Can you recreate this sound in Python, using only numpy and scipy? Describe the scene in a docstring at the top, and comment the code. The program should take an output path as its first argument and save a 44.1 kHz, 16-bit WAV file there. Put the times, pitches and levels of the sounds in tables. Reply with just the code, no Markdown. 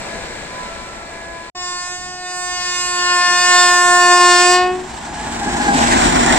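"""An express train sounds one long horn blast, then roars and clatters past a level crossing.
Before it, another train rolls away under a faint far horn, and a short silence follows. Compressed air
drives each horn's diaphragm in a harmonic series; rough wheels force the ground, track and rails into
resonance. The oncoming train's speed and distance set its level, direction and Doppler shift.
The sound is heard through the two microphone ports of a phone."""
import sys
import numpy as np
from scipy import signal
from scipy.fft import rfft, irfft
from scipy.io import wavfile
from scipy.ndimage import uniform_filter1d, minimum_filter1d, map_coordinates

SR = 44100
rng = np.random.default_rng(int(sys.argv[2]) if len(sys.argv) > 2 else 0)


def output_pcm(signal):
    """Save a mono or channel-first signal as 16-bit PCM at the path in sys.argv[1].

    Samples are clipped to [-1, 1] before scaling.
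    """
    pcm = np.clip(np.atleast_2d(signal).T, -1, 1) * 32767
    wavfile.write(sys.argv[1], SR, np.round(pcm).astype(np.int16))


N = 281358
TIME = np.arange(N) / SR
FREQ = np.fft.rfftfreq(N, 1 / SR)
HOP = 128  # samples per step of the horns' control curves

# The leaving train's roll and hiss. Each row: frequency in Hz, relative spectral density in dB.
LEAVING_ROLL_SPECTRUM = [(25, 0.5), (52, 6), (90, -2.5), (130, -5), (220, -2), (320, -8.5), (550, -4.5),
                         (900, -6.5), (1250, -12.5), (1680, -7.5), (1850, -10.5), (2200, -9.5), (3000, -24),
                         (8000, -22)]
LEAVING_HISS_SPECTRUM = [(1200, -11), (2500, 4), (3200, 2), (4200, 8), (5500, -10.5), (7700, -17.5),
                         (10000, -3), (12000, -46), (15000, -24)]
# The far horn fades and swells over its long path.
# Each row: time in seconds, levels of harmonics 2, 3, 4 and 5 in dB.
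FAR_HORN_HARMONICS = [(0, -45, -49, -48, -44), (.16, -38, -44, -53, -40), (.3, -56, -45, -58, -47),
                      (.42, -51, -58, -58, -40), (.5, -59, -42, -58, -49), (.6, -56, -34, -49, -40.5),
                      (.72, -39, -44.5, -41.5, -51), (.88, -57, -41.5, -44, -55), (1.0, -43, -49, -40, -53),
                      (1.1, -43, -47, -49, -46), (1.2, -39.5, -45, -51, -43), (1.35, -40, -40, -55, -38.5),
                      (1.5, -49, -40.5, -49, -52)]
# The open air's rumble. Each row: frequency in Hz, relative spectral density in dB.
OPEN_AIR_SPECTRUM = [(20, 9.5), (55, -4.5), (90, -9), (160, 1), (260, -38), (450, -25), (900, -29.5)]
# Brief swells of that rumble. Each row: peak time in seconds, half-width in seconds, level in dB.
RUMBLE_SWELLS = [(1.76, .04, -52), (2.07, 0.085, -42), (2.87, 0.055, -45), (3.05, 0.043, -48),
                 (3.55, .04, -48.5)]
# The swells' two bands. 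Each row: centre in Hz, width in Hz, relative gain in dB.
RUMBLE_BANDS = [(68, 25, 0), (150, 40, -5)]
# The near horn's note. Each row: time in seconds, pitch in Hz.
HORN_NOTE = [(1.56, 361.7), (1.65, 357.6), (1.8, 357.1), (2.1, 362.2), (2.31, 360.5), (3.3, 356.0),
             (3.48, 358.5), (3.7, 356.5), (4.38, 355.8)]
# Its harmonics at full blast. Each row: frequency in Hz, relative level in dB.
HORN_SPECTRUM = [(358, -12.5), (716, -9.5), (1074, -3.5), (1432, -11), (1790, -4), (2148, -18.5),
                 (2506, -14), (2864, -14.5), (3222, -22), (3580, -16), (3940, -22.5), (4280, -18),
                 (4640, -13), (5000, -18), (5350, -17.5), (5800, -21.5), (7900, -21), (11000, -21.5),
                 (15000, -24)]
# The blast as it carries through the air.
# Each row: time in seconds, relative levels of the body, the bite (2-6 kHz) and the treble in dB.
HORN_BANDS = [(1.56, -42, -40, -46), (1.58, -39, -35.5, -42), (1.68, -33, -35, -35.5),
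              (1.95, -32.5, -37, -34), (1.98, -36.5, -39.5, -35), (2.17, -36, -40, -43.5),
              (2.39, -29.5, -37.5, -31), (2.58, -31, -30, -34), (2.64, -30.5, -30, -32),
              (2.8, -28.5, -28.5, -28.5), (2.95, -25.5, -30, -29.5), (3.12, -19, -23.5, -30.5),
              (3.17, -19.5, -26.5, -27), (3.23, -17.5, -24, -30.5), (3.4, -19, -25.5, -24.5),
              (3.59, -14.5, -19.5, -22), (3.84, -16.5, -28, -23), (3.97, -13.5, -25.5, -21),
              (4.11, -13.5, -23, -21), (4.39, -13.5, -18.5, -20), (4.5, -19, -23.5, -22)]
# The ground's reflection cancels and lifts harmonics 1 and 2; harmonic 3 surges at entry, then sags.
# Each row: time in seconds, relative level in dB.
HORN_FIRST = [(1.56, -40), (1.76, -39), (1.84, -54), (1.92, -37), (2.0, -48.5), (2.1, -39.5), (2.52, -38),
              (2.6, -46), (2.68, -35), (2.85, -37.5), (3.0, -30), (3.17, -28), (3.25, -39.5), (3.32, -28),
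              (3.4, -34), (3.52, -26.5), (3.85, -24), (4.2, -15), (4.48, -15), (4.65, -17.5)]
HORN_SECOND = [(1.56, -36.5), (1.64, -37.5), (1.7, -42.5), (2.37, -33.5), (2.6, -34), (2.71, -41.5),
               (3.24, -27), (3.51, -26.5), (3.55, -20.5), (3.81, -24.5), (3.94, -18.5), (4.62, -18.5)]
HORN_THIRD = [(1.56, -35), (1.73, -28), (1.94, -39), (1.97, -41), (2.06, -39), (2.2, -43), (2.35, -34),
              (2.5, -31), (2.82, -29), (3.2, -17.5), (3.43, -22), (3.55, -15.5), (3.77, -16.5), (4.25, -10),
              (4.5, -18.5)]
# Compressed air leaving the horn. Each row: frequency in Hz, relative spectral density in dB.
RUSH_SPECTRUM = [(500, -52), (850, 12.5), (1250, -5), (1650, -39), (3000, -48), (6000, -38), (7900, 3),
                 (12000, -22)]
# Its surges and dips. Each row: peak time in seconds, half-width in seconds, level change in dB.
RUSH_GUSTS = [(3.66, 0.026, -3), (3.745, 0.021, 11), (3.98, 0.01, -4), (4.2, 0.053, 9)]
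# Resonances driven by the wheels. Each row: centre in Hz, width in Hz, relative gain in dB.
GROUND_MODES = [(53.5, 19, 1.5), (32.2, 19, -7), (104, 13, -11.5), (150, 8.5, -7.5)]
TRACK_MODES = [(213, 28, -15), (290, 73, -3.5), (192, 29, 0), (320, 63, -3.5), (420, 42, -66)]
RAIL_MODES = [(755, 220, 11), (668, 200, 6), (910, 140, 4.5), (987, 94, -18), (1710, 53, -8)]
# The oncoming wheels' hiss. Each row: frequency in Hz, relative spectral density in dB.
WHEEL_HISS_SPECTRUM = [(500, -12), (1000, 3.5), (1250, -5.5), (1450, 1), (1850, 0.5), (2500, -4.5),
                       (4000, -6), (5500, -11), (7700, -10.5), (10000, -11), (15000, -15)]
# The ballast's reflection hollows out the rolling sound. Each row: frequency in Hz, gain in dB.
BALLAST_RESPONSE = [(370, -1.5), (450, -1.5), (550, -5), (640, -1.5), (720, 0)]
# The locomotive's drone and gear whine. Each row: time in seconds, level in dB.
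DRONE_ENVELOPE = [(4.5, -47), (5.2, -40), (5.5, -29.5), (5.62, -32), (5.8, -21.5), (6.0, -22),
                  (6.38, -20.5)]
WHINE_ENVELOPE = [(4.7, -61), (5.0, -47), (5.2, -36), (5.38, -40), (5.48, -25.5), (5.6, -31), (5.69, -23),
                  (5.8, -26.5), (5.95, -18), (6.1, -27), (6.38, -27)]
# Axles striking the crossing. Each row: start in seconds, relative level in dB.
AXLE_BLOWS = [(5.47, -13), (5.599, -12), (5.682, -11), (5.747, -3.5), (5.811, -7), (5.866, -12),
              (5.936, -11), (5.958, -7), (6.056, -9), (6.122, -7.5), (6.16, -3), (6.205, -14),
              (6.253, -19.5), (6.306, -11)]
# Steel knocks in the running gear. Each row: start in seconds, level in dB.
STEEL_KNOCKS = [(5.812, -29), (5.885, -31), (5.918, -27), (5.938, -24), (5.951, -23), (5.99, -25),
                (6.02, -16), (6.054, -32), (6.262, -14), (6.324, -8)]
# Passing bogies. Each row: peak time in seconds, half-width in seconds, level in dB, ring pitch in Hz.
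BOGIE_PASSES = [(5.93, 0.026, -19, 1850), (6.31, 0.069, -21, 1850)]
# The two ports' responses. Each row: frequency in Hz, gain in dB.
LEFT_RESPONSE = [(60, -3), (380, 3.5), (720, 3), (1200, 3), (4500, 1.3), (5800, 5), (6600, -9), (7700, -6),
                 (8600, -21), (10000, -24), (15000, -22.5)]
RIGHT_RESPONSE = [(60, -7.5), (380, 1.04), (720, 4), (1200, 2), (4500, -0.6), (6500, 6), (7700, 13),
                  (8600, 4.5), (10000, -12.5), (12000, -15), (15000, -19.5)]

LEAVING_END_S, HORN_ON_S, SPLICE_S, VALVE_SHUTS_S, HORN_OFF_S = 1.5, 1.549, 2.319, 4.525, 4.88
RELEASE_DB_PER_S, TREBLE_RELEASE_DB_PER_S, RELEASE_DB_PER_S2 = 51.5, 197, 327
SPEED_M_S, SOUND_M_S, TRACK_DISTANCE_M = 36, 343, 8
FRONT_PASSES_S, GEARS_PASS_S, WHEELS_PASS_S = 5.944, 6.03, 6.058


def undb(db):
    """Amplitude grows tenfold for every 20 dB."""
    return 10 ** (np.asarray(db) / 20)


def unit(x):
    """Normalisation to an rms of 1."""
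    return x / np.sqrt(np.mean(x ** 2))


def curves(table):
    """Linear interpolation in time of each column after the first."""
    times, *columns = np.transpose(table)
    return [np.interp(TIME, times, column) for column in columns]


def bell(peak_s, half_width_s):
    """A Gaussian pulse, down to 1/e at one half-width from its peak."""
    return np.exp(-((TIME - peak_s) / half_width_s) ** 2)


def shape(points, hz=FREQ):
    """Gain of a spectral envelope, interpolated in dB over log frequency."""
    point_hz, db = np.transpose(points)
    return undb(np.interp(np.log(hz + 1), np.log(point_hz), db))


def resonances(modes):
    """Gain of steep-sided resonances, which add in power."""
    power = 0
    for hz, width, db in modes:
        detuning = (FREQ ** 2 - hz ** 2) / (1.85 * width * FREQ + 1e-9)
        power += (undb(db) / (1 + detuning ** 2)) ** 2
    return np.sqrt(power)


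def filtered(x, response):
    """A linear filter multiplies the spectrum by its response."""
    return irfft(rfft(x) * response, N)


def noise(response):
    """Filtered white noise takes on the filter's spectrum; its rms is set to 1."""
    return unit(filtered(rng.standard_normal(N), response))


def walk(rate_hz):
    """Smoothed random values give a drift with a spread near 1."""
    points = rng.standard_normal(int(N / SR * rate_hz) + 3)
    joined = np.interp(TIME * rate_hz, np.arange(len(points)), points)
    return 1.065 * uniform_filter1d(joined, int(SR / rate_hz / 2))


def ports(x, lag):
    """A path difference makes the left port hear a source `lag` samples after the right."""
    n = np.arange(N)
    return np.array([map_coordinates(x, [n + side * lag / 2], order=3, mode="nearest")
                     for side in (-1, 1)])


def noise_field(lag, grit_db, port_spacing_s=0.00063):
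    """Gritty direct noise plus a diffuse field, whose coherence between ports follows a sinc law."""
    white = rng.standard_normal(N)
    grains = np.minimum(rng.exponential(size=N // 64 + 1), 5)
    direct = unit(white * undb(grit_db * np.repeat(grains, 64)[:N]))
    coherence = np.sinc(2 * FREQ * port_spacing_s)
    mid, side = (filtered(rng.standard_normal(N), np.sqrt((1 + sign * coherence) / 2))
                 for sign in (1, -1))
    return unit(ports(direct, lag) + np.array([mid + side, mid - side]))


def passing(abreast_s):
    """Distance in metres and Doppler factor of a moving point that draws level at `abreast_s`."""
    ahead = SPEED_M_S * (abreast_s - TIME)
    distance = np.hypot(ahead, TRACK_DISTANCE_M)
    return distance, 1 / (1 - SPEED_M_S / SOUND_M_S * ahead / distance)


def nearest(abreast_s):
    """A long source closes in, then stays alongside: metres to the train's nearest part."""
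    return np.where(TIME < abreast_s, passing(abreast_s)[0], TRACK_DISTANCE_M)


def leaving_train(lag, roll_fade_db_per_s=5, hiss_fade_db_per_s=4):
    """Wheel and rail roughness radiates broadband noise, which fades as the coaches recede."""
    wheels = noise_field(lag, grit_db=0.89)
    roll_db = -29.5 - roll_fade_db_per_s * TIME + 0.32 * walk(20)
    hiss_db = -40.5 - hiss_fade_db_per_s * TIME + 1.3 * walk(20)
    roll = unit(filtered(wheels, shape(LEAVING_ROLL_SPECTRUM))) * undb(roll_db)
    hiss = unit(filtered(wheels, shape(LEAVING_HISS_SPECTRUM))) * undb(hiss_db)
    leftward = undb([[1.1], [-1.1]])  # the track runs off on the left
    return leftward * roll + hiss


def turbulence(steps):
    """Moving air perturbs a wave: complex drift, smoothed over `steps` hops, partly shared by ports."""
    size = 3, len(TIME[::HOP])
    raw = rng.standard_normal(size) + 1j * rng.standard_normal(size)
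    window = signal.windows.gaussian(6 * steps + 1, steps / 2)
    smooth = signal.fftconvolve(raw, window[None] / np.sqrt(np.sum(window ** 2)), mode="same")
    return smooth[0] + smooth[1:]


def horn(hz, lag, gain_at, shimmer_db, waver_rad, flutter, rasp, harmonics):
    """A periodic diaphragm radiates harmonics; moving air modulates the higher ones most."""
    phase = 2 * np.pi * np.cumsum(hz) / SR
    note_hz, t = np.median(hz), TIME[::HOP]
    unsteady = np.interp(t, [2.6, 3.7], [1.5, 1])  # more flutter from far off
    out = np.zeros((2, N))
    for k in range(1, harmonics + 1):
        unrest = min((k + 1) / 10, 1)
        slow = unrest * turbulence(steps=22)
        quick = np.sqrt(unrest) * flutter * unsteady * turbulence(steps=5)
        grain = np.interp(k, [1, 5, 6, 16, 22], [.25, .35, 1, 1, .8]) * rasp * turbulence(steps=2)
        air = undb(shimmer_db * slow.real) * np.exp(1j * waver_rad * slow.imag) * (1 + quick + grain)
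        flare_phase = k * k / 24 - 3 * np.log(k)  # dispersion in the flare spreads the pulse
        port_phase = np.pi * k * note_hz * np.outer([-1, 1], lag[::HOP]) / SR
        partial = gain_at(k * note_hz) * air * np.exp(1j * (flare_phase + port_phase))
        carrier = np.exp(1j * k * phase)
        out += [(np.interp(TIME, t, port) * carrier).imag for port in partial]
    return np.sqrt(2) * out


def echoes(x, cutoff_hz, t60_s=0.3, build_s=0.21):
    """Scattering from trees, masts and ballast sends a dull, late copy to each port."""
    t = TIME[:SR]
    tail = rng.standard_normal((2, SR)) * undb(-60 * t / t60_s) * np.minimum(t / build_s, 1)
    tail /= np.sqrt(np.sum(tail ** 2, axis=1, keepdims=True))
    dull_tail = signal.sosfilt(signal.butter(1, cutoff_hz, fs=SR, output="sos"), tail)
    return signal.fftconvolve(x, dull_tail, axes=1)[:, :N]


def far_horn(lag, note_hz=335.3, faint_db=-51.5):
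    """Propagation over a long path makes the harmonics of one held note fade and swell in turn."""
    harmonic_db = dict(enumerate(curves(FAR_HORN_HARMONICS), 2))

    def gain_at(hz):
        """Harmonics 2 to 5 vary in level; the rest stay faint."""
        return undb(harmonic_db.get(round(hz / note_hz), np.full(N, faint_db))[::HOP])

    tone = horn(note_hz + 0.22 * walk(13.1), lag, gain_at,
                shimmer_db=1.2, waver_rad=0.6, flutter=0.08, rasp=0, harmonics=7)
    return tone + undb(-4.5) * echoes(tone, cutoff_hz=3040)


def open_air(lag):
    """A partly diffuse field of low noise gives the open country a faint rumble with brief swells."""
    air = noise_field(lag, grit_db=0.93)
    steady = unit(filtered(air, shape(OPEN_AIR_SPECTRUM))) * undb(-47.5 + 1.3 * walk(13))
    swells = sum(undb(db) * bell(s, half_width) for s, half_width, db in RUMBLE_SWELLS)
    return steady + ports(noise(resonances(RUMBLE_BANDS)) * swells, lag)


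def near_horn(doublings, lag, lift_from_s=4.39, lift_hz_per_s=27, linger_s=0.19):
    """Air pressure sustains the oscillation; as it drops, the pitch lifts and the treble dies first."""
    hz = curves(HORN_NOTE)[0] + lift_hz_per_s * np.maximum(TIME - lift_from_s, 0)
    hz *= 1 + .0006 * walk(35) + .04 * bell(SPLICE_S, .0009)  # one small jump, like an edit cut
    t, note_hz = TIME[::HOP], np.median(hz)
    full_blast = (TIME > 3.55) & (TIME < 4.45)
    controls = (*curves(HORN_BANDS), *curves(HORN_FIRST), *curves(HORN_SECOND), *curves(HORN_THIRD),
                doublings)
    # Each control is taken relative to its mean at full blast.
    body_db, bite_db, treble_db, *lowest_db, away = (c[::HOP] - c[full_blast].mean() for c in controls)

    def gain_at(f):
        """Harmonics 1 to 3 have their own envelopes, the rest follow the bands; each decays in turn."""
        k = round(f / note_hz)
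        body = np.interp(f, [1800, 2150], [1, 0])
        treble = np.interp(f, [5100, 7100, 8900, 12700], [0, 1, 1.1, 1.4])
        upper_db = body * body_db + max(1 - body - treble, 0) * bite_db + treble * treble_db
        db = lowest_db[k - 1] if k <= len(lowest_db) else upper_db
        # Air absorbs the very top; it and the blare near 2.8 kHz come forward as the horn nears.
        absorption_db = np.interp(f, [9000, 11500], [0, 2.5]) * away
        blare_loss_db = np.interp(f, [2000, 2500, 3200, 3900], [0, 3.5, 3.5, 0]) * away
        dying_s = np.maximum(t - VALVE_SHUTS_S - linger_s * note_hz / f, 0)
        db_per_s = np.interp(f, [3300, 7000], [RELEASE_DB_PER_S, TREBLE_RELEASE_DB_PER_S])
        release_db = db_per_s * dying_s + RELEASE_DB_PER_S2 * dying_s ** 2
        return shape(HORN_SPECTRUM, f) * undb(-12 + db - absorption_db - blare_loss_db - release_db)

    blast = horn(hz, lag, gain_at, shimmer_db=1.3, waver_rad=0.45, flutter=0.06, rasp=.115, harmonics=43)
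    blast += air_rush(np.interp(TIME, t, body_db), lag)
    blast *= np.clip((TIME - HORN_ON_S) / 0.0069, 0, 1) * np.clip((HORN_OFF_S - TIME) / 0.02, 0, 1)
    return blast + undb(-21) * echoes(blast, cutoff_hz=3000)


def air_rush(blast_db, lag, steepness=2.5):
    """Escaping air makes jet noise, which carries less far than the tone and so swells more steeply."""
    release_db = RELEASE_DB_PER_S * np.maximum(TIME - VALVE_SHUTS_S, 0)
    gust_db = sum(db * bell(s, half_width) for s, half_width, db in RUSH_GUSTS)
    level_db = -39 + steepness * blast_db - release_db + gust_db + 2.5 * walk(110)
    return ports(noise(shape(RUSH_SPECTRUM)) * undb(level_db), lag)


def splice_click(lag, centre_hz=1500, width_hz=700):
    """A brief pulse of band-limited noise is heard as a soft click, like an edit cut."""
    band = noise(resonances([(centre_hz, width_hz, 0)]))
    return ports(band * bell(SPLICE_S, .0015) * undb(-30), lag)


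def rolling_wheels(doublings, lag):
    """Forced vibration: rough wheels hiss and drive the resonances of ground, track and rails."""
    wheels = noise_field(lag, grit_db=0.76)
    # Each layer has a level alongside, a loss per doubling of distance and a random flutter.
    ground_db = -21 - 6 * doublings + 1.1 * walk(8.1)
    track_db = -20.5 - 7.5 * doublings + 2.3 * walk(28)
    rail_db = -21.5 - 7 * doublings + 1.6 * walk(30)
    hiss_db = -18 - 7.5 * doublings + 1.6 * walk(70)
    ground = unit(filtered(wheels, resonances(GROUND_MODES))) * undb(ground_db)
    track = unit(filtered(wheels, resonances(TRACK_MODES))) * undb(track_db)
    ring = unit(filtered(wheels, resonances(RAIL_MODES)))
    # The rails ring over a long stretch, so they show only part of the Doppler shift.
    _, doppler = passing(GEARS_PASS_S)
    position = np.cumsum(doppler ** .2) % (N - 1)
    rail = np.array([np.interp(position, np.arange(N), port) for port in ring]) * undb(rail_db)
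    # The hiss stays low under the horn and rises as the blast ends.
    dip_db = 52 * np.clip(1 - (TIME - VALVE_SHUTS_S) / 0.072, 0, 1)
    hiss = unit(filtered(wheels, shape(WHEEL_HISS_SPECTRUM))) * undb(hiss_db - dip_db)
    return ground + track + rail + hiss


def locomotive_drone(lag, note_hz=237, rise_db_per_s=25):
    """The locomotive and its generator car hum one low note; amplitude modulation makes it throb."""
    level_db, = curves(DRONE_ENVELOPE)
    phase = 2 * np.pi * np.cumsum(note_hz + 3 * walk(25)) / SR
    distant_loss_db = rise_db_per_s * np.maximum(DRONE_ENVELOPE[0][0] - TIME, 0)
    return ports(np.sqrt(2) * np.sin(phase) * undb(level_db - distant_loss_db + 2 * walk(22)), lag)


def gear_whine(lag, rest_hz=744, octave_db=-4):
    """The drive gears sing a rough note and its octave, which fall by the Doppler effect in passing."""
    level_db, = curves(WHINE_ENVELOPE)
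    _, doppler = passing(GEARS_PASS_S)
    phase = 2 * np.pi * np.cumsum(rest_hz * doppler + 22 * walk(90)) / SR
    tone = np.sin(phase) + undb(octave_db) * np.sin(2 * phase)
    roughness = (.85 + .5 * walk(80)) * undb(walk(20))
    return ports(np.sqrt(2) * tone * roughness * undb(level_db), lag)


def axle_thumps(track_hz=246.5, rise_s=0.0063):
    """Each axle's impact sets the track into a damped oscillation of a few cycles."""
    blows = np.zeros(N)
    for (start, db), detune in zip(AXLE_BLOWS, rng.standard_normal(len(AXLE_BLOWS))):
        age = np.maximum(TIME - start, 0)
        envelope = age / rise_s * np.exp(1 - age / rise_s)
        ring = np.sin(2 * np.pi * track_hz * (1 + 0.033 * detune) * age)
        blows += undb(db - 3.5) * envelope * ring
    return blows


def steel_clacks(decay_s=0.0078):
    """Impacts of steel on steel radiate broadband bursts that decay exponentially."""
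    envelope = sum(undb(db) * (TIME > start) * np.exp(-np.maximum(TIME - start, 0) / decay_s)
                   for start, db in STEEL_KNOCKS)
    return envelope * noise(shape(WHEEL_HISS_SPECTRUM))


def bogie_grind(width_hz=280):
    """Grinding excites a resonance of the wheels, which swells and fades as each bogie sweeps by."""
    return sum(noise(resonances([(hz, width_hz, 0)])) * undb(db) * bell(s, half_width)
               for s, half_width, db, hz in BOGIE_PASSES)


def scene():
    """The sources superpose: one train leaves, then the other swings across the ports as it nears."""
    leaving_lag, far_lag, near_lag = np.full(N, -4), -5.5, 24  # samples
    leaving = leaving_train(leaving_lag) + far_horn(leaving_lag)
    doublings = np.log2(nearest(FRONT_PASSES_S) / TRACK_DISTANCE_M)  # of distance; zero alongside
    lag = far_lag + (near_lag - far_lag) * TRACK_DISTANCE_M / nearest(WHEELS_PASS_S)
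    blast = near_horn(doublings, lag)
    running = rolling_wheels(doublings, lag) + locomotive_drone(lag)
    running += ports(axle_thumps() + steel_clacks() + bogie_grind(), lag)
    running = filtered(running, shape(BALLAST_RESPONSE))
    oncoming = blast + running + gear_whine(lag) + open_air(lag) + splice_click(lag)
    return leaving * (TIME < LEAVING_END_S) + oncoming * (TIME > HORN_ON_S)


def record(dry, top_hz=15700):
    """The left port is dull, the right resonates in the treble; a limiter and a low-pass follow."""
    coloured = filtered(dry, np.array([shape(LEFT_RESPONSE), shape(RIGHT_RESPONSE)]))
    headroom = 1 / np.maximum(np.abs(coloured).max(axis=0), 1)
    gain = uniform_filter1d(minimum_filter1d(headroom, size=600), size=600)
    return signal.sosfilt(signal.ellip(10, .2, 80, top_hz, fs=SR, output="sos"), coloured * gain)


dry = scene()
out = record(dry)
output_pcm(out)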